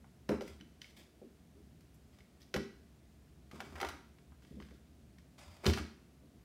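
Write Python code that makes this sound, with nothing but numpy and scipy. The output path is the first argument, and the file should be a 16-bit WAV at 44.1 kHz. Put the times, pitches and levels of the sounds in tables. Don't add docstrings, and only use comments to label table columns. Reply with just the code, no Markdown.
import sys
import numpy as np
from scipy import signal
from scipy.fft import rfft, irfft
from scipy.io import wavfile
from scipy.ndimage import uniform_filter1d

SR = 44100
rng = np.random.default_rng(int(sys.argv[2]) if len(sys.argv) > 2 else 0)


def wav_record(signal):
    frames = np.transpose(np.atleast_2d(signal))
    bounded = np.clip(frames, -1, 1)
    quanta = np.round(bounded * 32767).astype(np.int16)
    wavfile.write(sys.argv[1], SR, quanta)


N = 284004


def undb(db):
    return 10 ** (np.asarray(db) / 20)


def unit(x):
    return x / np.sqrt(np.mean(x ** 2))


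def band(x, lo_hz, hi_hz):
    return signal.sosfilt(signal.butter(2, [lo_hz, min(hi_hz, .45 * SR)], "band", fs=SR, output="sos"), x)


def drift(rate_hz):
    hold = int(SR / rate_hz)
    steps = np.repeat(rng.standard_normal(N // hold + 1), hold)
    return uniform_filter1d(uniform_filter1d(steps, hold), hold)[:N]


def ring(hz, db, t60, phase, t):
    partials = undb(db)[:, None] * np.sin(2 * np.pi * hz[:, None] * t + phase[:, None])
    y = (partials * 1000 ** (-t / t60[:, None])).sum(axis=0)
    return y / np.abs(y).max()


def stroke(start, length, attack_s=0.0088, release_s=0.029):
    t = np.arange(N) / SR - start
    return np.clip(t / attack_s, 0, 1) ** 2 * np.exp(-np.maximum(t - length, 0) / release_s)


def add(out, start, y):
    i = int(start * SR)
    out[i:i + len(y)] += y[:N - i]


# (frequency [Hz], relative level [dB])
ROOM_TONE_EQ = [(15, -76), (25, -41), (47, -12), (70, 0.5), (94, -12), (126, -7.5), (235, -10),
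                (334, -15.5), (372, -16.5), (528, -25), (692, -22.5), (814, -30.5), (2270, -34),
                (9500, -41), (15900, -46)]

def room_tone(level_db=-61):
    bins_hz = np.maximum(np.arange(N // 2 + 1) * SR / N, 1)
    hz, db = np.transpose(ROOM_TONE_EQ)
    eq = undb(np.interp(np.log(bins_hz), np.log(hz), db))
    steady = irfft(rfft(rng.standard_normal(N)) * eq, N)
    waver = (undb(2.5 * drift(2.6)) - 1) * band(steady, 22, 280)
    return undb(level_db) * unit(steady + waver)


# (centre [Hz], t60 [s], level [dB])
REVERB_BANDS = [(128, 0.2, -18), (263, 0.49, -16.5), (458, 0.2, -13), (1024, 0.5, -22.5),
                (1840, 0.53, -16.5), (4120, 0.51, -13), (7700, 0.4, -8.5), (11600, 0.39, -15.5)]

def kitchen_reverb(x, predelay_s=0.006):
    t = np.arange(SR) / SR
    onset = np.clip((t - predelay_s) / 0.0015, 0, 1)
    tail = 0
    for hz, t60, db in REVERB_BANDS:
        noise = band(rng.standard_normal(SR), hz / np.sqrt(2), hz * np.sqrt(2))
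        decay = 1000 ** (-t / t60)
        energy = np.sum(decay ** 2) * hz / (SR / 2)
        tail = tail + undb(db) * noise * decay * onset / np.sqrt(energy)
    return signal.fftconvolve(x, tail)[:N]


def rim_squeak(start_s=5.41, length_s=0.13, level_db=-76, pitch_hz=4950, sag_hz_per_s=1200):
    hz = pitch_hz - sag_hz_per_s * np.clip(np.arange(N) / SR - start_s, 0, length_s)
    tone = np.sin(2 * np.pi * np.cumsum(hz * (1 + 0.035 * drift(600))) / SR)
    return stroke(start_s, length_s) * undb(level_db + 7 * drift(70)) * tone


# (centre [Hz], half-width [Hz], relative level [dB])
WALL_BANDS = [(1710, 17, -7), (2036, 360, 4.5), (2676, 68, -6), (3045, 390, -7), (3510, 480, 3),
              (4520, 670, -1.5), (4920, 230, -15.5), (5720, 87, -38)]
# (time [s], length [s], mid level [dB], treble vs mids [dB], lows vs mids [dB])
RUB_CUES = [(0.282, 0.053, -61.5, -14, 12.5), (0.414, 0.096, -60.5, -12, -3.5),
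            (0.807, 0.096, -67.5, -11, -11), (0.959, 0.06, -64.5, -10, -7.5),
            (2.115, 0.069, -76, -14, -2.5), (2.397, 0.035, -69, -8, -18), (3.507, 0.11, -65, -14, 2.5),
            (3.635, 0.18, -68, -11, 3), (3.752, 0.06, -67, -14, 9), (3.885, 0.039, -67.5, -13, 7.5),
            (4.414, 0.21, -77, -12, -13), (4.6, .16, -78.5, -14, -13), (5.374, 0.047, -62.5, -32, 0),
            (5.425, 0.26, -68, -13, 0.5), (5.63, 0.021, -61, -11, 6.5), (5.65, 0.041, -47, -8.5, -1.5),
            (5.725, 0.015, -51, -17, -22), (5.761, 0.014, -55.5, -11, 10)]

def rubbing(spikes_per_s=1500):
    noise = rng.standard_normal(N)
    spikes = (rng.random(N) < spikes_per_s / SR) * undb(9 + 3 * rng.standard_normal(N))
    slips = noise * (1 + spikes) * undb(3.5 * drift(120))
    walls = sum(undb(db) * unit(band(slips, hz - half, hz + half)) for hz, half, db in WALL_BANDS)
    mids = unit(unit(walls) + 0.91 * unit(band(slips, 2540, 8380)))
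    treble = unit(band(slips, 6000, 15000))
    lows = unit(band(slips, 557, 1770))
    return sum(stroke(start, length) * undb(db) * (mids + undb(treble_db) * treble + undb(low_db) * lows)
               for start, length, db, treble_db, low_db in RUB_CUES)


# (time of widest swing [s], level [dB], rise [s])
ROCK_CUES = [(.336, -47, 0.023), (.51, -54.5, 0.027), (2.57, -45, 0.011), (3.558, -59, 0.023),
             (3.7, -51.5, 0.016), (3.76, -53, .02), (3.879, -51, 0.026), (4.292, -59.5, .03),
             (4.54, -56, 0.022), (4.628, -54.5, 0.016), (4.71, -59, 0.026), (5.49, -54, 0.03),
             (5.689, -24, 0.014), (5.811, -43, 0.021)]

def table_rocking(pitch_hz=76.7):
    swing, t = np.zeros(N), np.arange(SR // 2) / SR
    tone = np.sqrt(2) * np.sin(2 * np.pi * np.cumsum(pitch_hz * (1 + 0.1038 * drift(19))) / SR)
    for widest, db, rise in ROCK_CUES:
        add(swing, widest - rise, undb(db) * t / rise * np.exp(1 - t / rise))
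    return swing * tone


# (frequency [Hz], relative level [dB])
WARE_MODES = [(790, 3.5), (1030, 0), (1260, -13), (1410, 1.5), (1620, -0.5), (1960, 4.5), (2200, 4),
              (2660, -1.5), (3080, 4), (3540, -0.5), (4040, 3.5), (4340, 1), (4840, 3.5), (5200, 1.5),
              (5870, 7)]
# (low edge [Hz], high edge [Hz])
CRACK_BANDS = [(800, 1500), (1500, 3300), (3300, 6500), (6500, 15000)]
# (time [s], level [dB], focus [Hz], roll-off below [dB/octave], roll-off above [dB/octave])
CLICK_CUES = [(.043, -50, 1170, 3, 13.5), (.2906, -30, 1520, -2, 4.7), (.4085, -44, 2060, -7.5, 2.7),
              (.4775, -47, 1940, 5, 1), (.419, -49, 4500, 4, 1.5), (0.6014, -55.5, 2030, 16, 6.5),
              (.61, -50, 3080, 7, 8.4), (.8165, -40, 2950, 13, 6.8), (.8437, -48, 2230, 31, 11),
              (.8964, -62, 2900, 12, 9), (1.807, -58, 7550, 2.5, 5), (1.943, -52.5, 9500, 25, 8),
              (2.186, -54, 2370, 2, 3.6), (2.205, -55, 2280, 18, 12), (2.4175, -54, 5240, 7, 7.1),
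              (2.428, -56.5, 4970, 5, 10), (2.5407, -25, 3760, 2.5, 10), (2.5615, -31.5, 1950, -5, 3.4),
              (3.5126, -44.5, 1690, -1.5, 4), (3.5582, -47, 1320, 12, 9.1), (3.6037, -32, 1410, -5, 4.5),
              (3.7546, -40, 1100, 6, 7.6), (3.7638, -46, 1590, -7, 8.7), (3.785, -43, 1200, 3, 8.2),
              (3.8015, -36, 2080, -5.5, 3.5), (3.8125, -28.5, 1160, 2, 2.6), (3.829, -23.5, 1110, -5, 8.8),
              (3.8475, -28, 1190, 4, 5.1), (3.8687, -38, 1500, 9, 3.6), (3.887, -37, 3970, -1.5, 2),
              (3.9022, -52, 1850, 7, 4.5), (4.185, -54, 1680, 13, 7.8), (4.32, -51, 1140, 11, 18),
              (4.422, -55, 1680, 12, 10), (4.4486, -53.5, 1750, 6, 5), (4.6005, -43.5, 1200, 11, 7),
              (4.623, -44.5, 1720, 22, 7.4), (4.65, -53.5, 1490, 15, 6), (4.6862, -54, 1570, 7, 6),
              (4.7087, -54.5, 1570, 11, 8), (5.1838, -53.5, 2090, 9, 3.4), (5.3903, -52, 7500, 0.5, 3),
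              (5.656, -28, 4330, 0, 11), (5.6639, -21, 4440, 1.5, 8), (5.698, -28.5, 1750, 9, 4.5),
              (5.7345, -24, 2720, 9, 8.4), (5.7734, -29, 1320, 0.5, 6), (5.783, -30.5, 1260, 21, 4.5)]

def ware_clicks(t60_at_2khz_s=0.03):
    out, t = np.zeros(N), np.arange(SR // 6) / SR
    hz, mode_db = np.transpose(WARE_MODES)
    t60 = t60_at_2khz_s * (2000 / hz) ** 0.36
    snap = (1 - np.exp(-t / 0.0008)) * (0.78 + np.exp(-t / 0.0014))
    for start, db, focus_hz, below, above in CLICK_CUES:
        def colour_db(f):
            return db - np.where(f < focus_hz, below, above) * np.abs(np.log2(f / focus_hz))

        scatter, detune, phase = rng.standard_normal((3, len(hz)))
        lift_db = 6 * np.exp(-(np.log2(hz / focus_hz) / 0.11) ** 2)
        hit_db = mode_db + colour_db(hz) + 1.5 * scatter + lift_db
        click = undb(hit_db.max() - 6) * ring(hz * (1 + 0.021 * detune), hit_db, t60, 3 * phase, t)
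        noise = rng.standard_normal(len(t))
        for lo, hi in CRACK_BANDS:
            crack = unit(band(band(noise, lo, hi), lo, hi))
            crack_t60 = 2.28 * t60_at_2khz_s * (1500 / lo) ** 0.097
            click += undb(colour_db(np.sqrt(lo * hi)) - 12.5) * crack * 1000 ** (-t / crack_t60)
        add(out, start, click * snap)
    return out


# (frequency [Hz], relative level [dB], free t60 [s])
BOARD_MODES = [(157, -31, 0.076), (184.6, -1, 0.33), (217.4, -0.5, 0.4), (237.4, 6, 0.14),
               (289.3, 6.5, 0.29), (367.6, -2.5, 0.68), (396.7, 5, 0.5), (451, -6.5, 0.45),
               (483.7, 4, 0.31), (526, 6, 0.12), (560, -22, 0.042), (680, -1, 0.11), (800, -2, 0.071)]
# (time [s], level [dB], focus [Hz], tilt [dB/octave], damping [1 = free])
THUD_CUES = [(0.29, -19.5, 234, 4.5, 3.24), (0.407, -27.5, 490, -3, 6.8), (0.604, -46, 186, -9, 4.1),
             (0.981, -49, 221, -1.5, 2.8), (1.213, -42, 240, 5, 2.1), (1.564, -52.5, 390, -4, 3.2),
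             (2.54, -24, 415, -1.5, 5.5), (2.56, -25.5, 203, -2, 4.2), (3.53, -36.5, 208, 0.5, 6),
             (3.606, -42.5, 597, -10, 5.7), (3.664, -44, 193, -4.5, 4.3), (3.722, -46.5, 172, -5, 2),
             (3.812, -35, 404, 7, 2.6), (3.827, -40.5, 690, -3, 2.8), (3.924, -47, 305, -7, 2.6),
             (4.508, -41, 178, -13, 3.2), (4.566, -44, 196, -8, 2.5), (4.599, -49, 172, -3, 3.5),
             (4.707, -49.5, 310, 3, 3.6), (5.633, -31, 637, 7, 3), (5.659, -13, 210, 0, 6.6),
             (5.678, -42, 215, -1.5, 2.9), (5.776, -32, 264, -6.5, 3.8), (6.22, -51, 230, -4, 3.2),
             (6.33, -52.5, 183, -1, 3.6)]

def table_thuds(lag_s=0.00099, attack_s=0.0036, punch_s=0.02, lift_db=8, reach_octaves=0.33):
    out, t = np.zeros(N), np.arange(SR // 2) / SR
    hz, mode_db, t60 = np.transpose(BOARD_MODES)
    punch = (1 - np.exp(-(t / attack_s) ** 2)) * (0.44 + 2.69 * np.exp(-t / punch_s))
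    for start, db, focus_hz, tilt, damping in THUD_CUES:
        scatter, detune = rng.standard_normal((2, len(hz)))
        octaves = np.log2(hz / focus_hz)
        favour = np.exp(-(octaves / reach_octaves) ** 2)
        hit_db = mode_db + tilt * octaves + lift_db * favour + 2.2 * scatter
        knock = ring(hz * (1 + 0.034 * detune), hit_db, t60 / damping, np.zeros_like(hz), t)
        add(out, start + lag_s, undb(db) * knock * punch)
    return out


def scene():
    close = table_thuds() + table_rocking() + ware_clicks() + rubbing() + rim_squeak()
    return (close + kitchen_reverb(close) + room_tone())[None, :]


def record(dry):
    low_cut = signal.butter(2, 35, "high", fs=SR, output="sos")
    high_cut = signal.ellip(10, .2, 80, 15750, fs=SR, output="sos")
    return signal.sosfilt(high_cut, signal.sosfilt(low_cut, dry))


dry = scene()
out = record(dry)
wav_record(out)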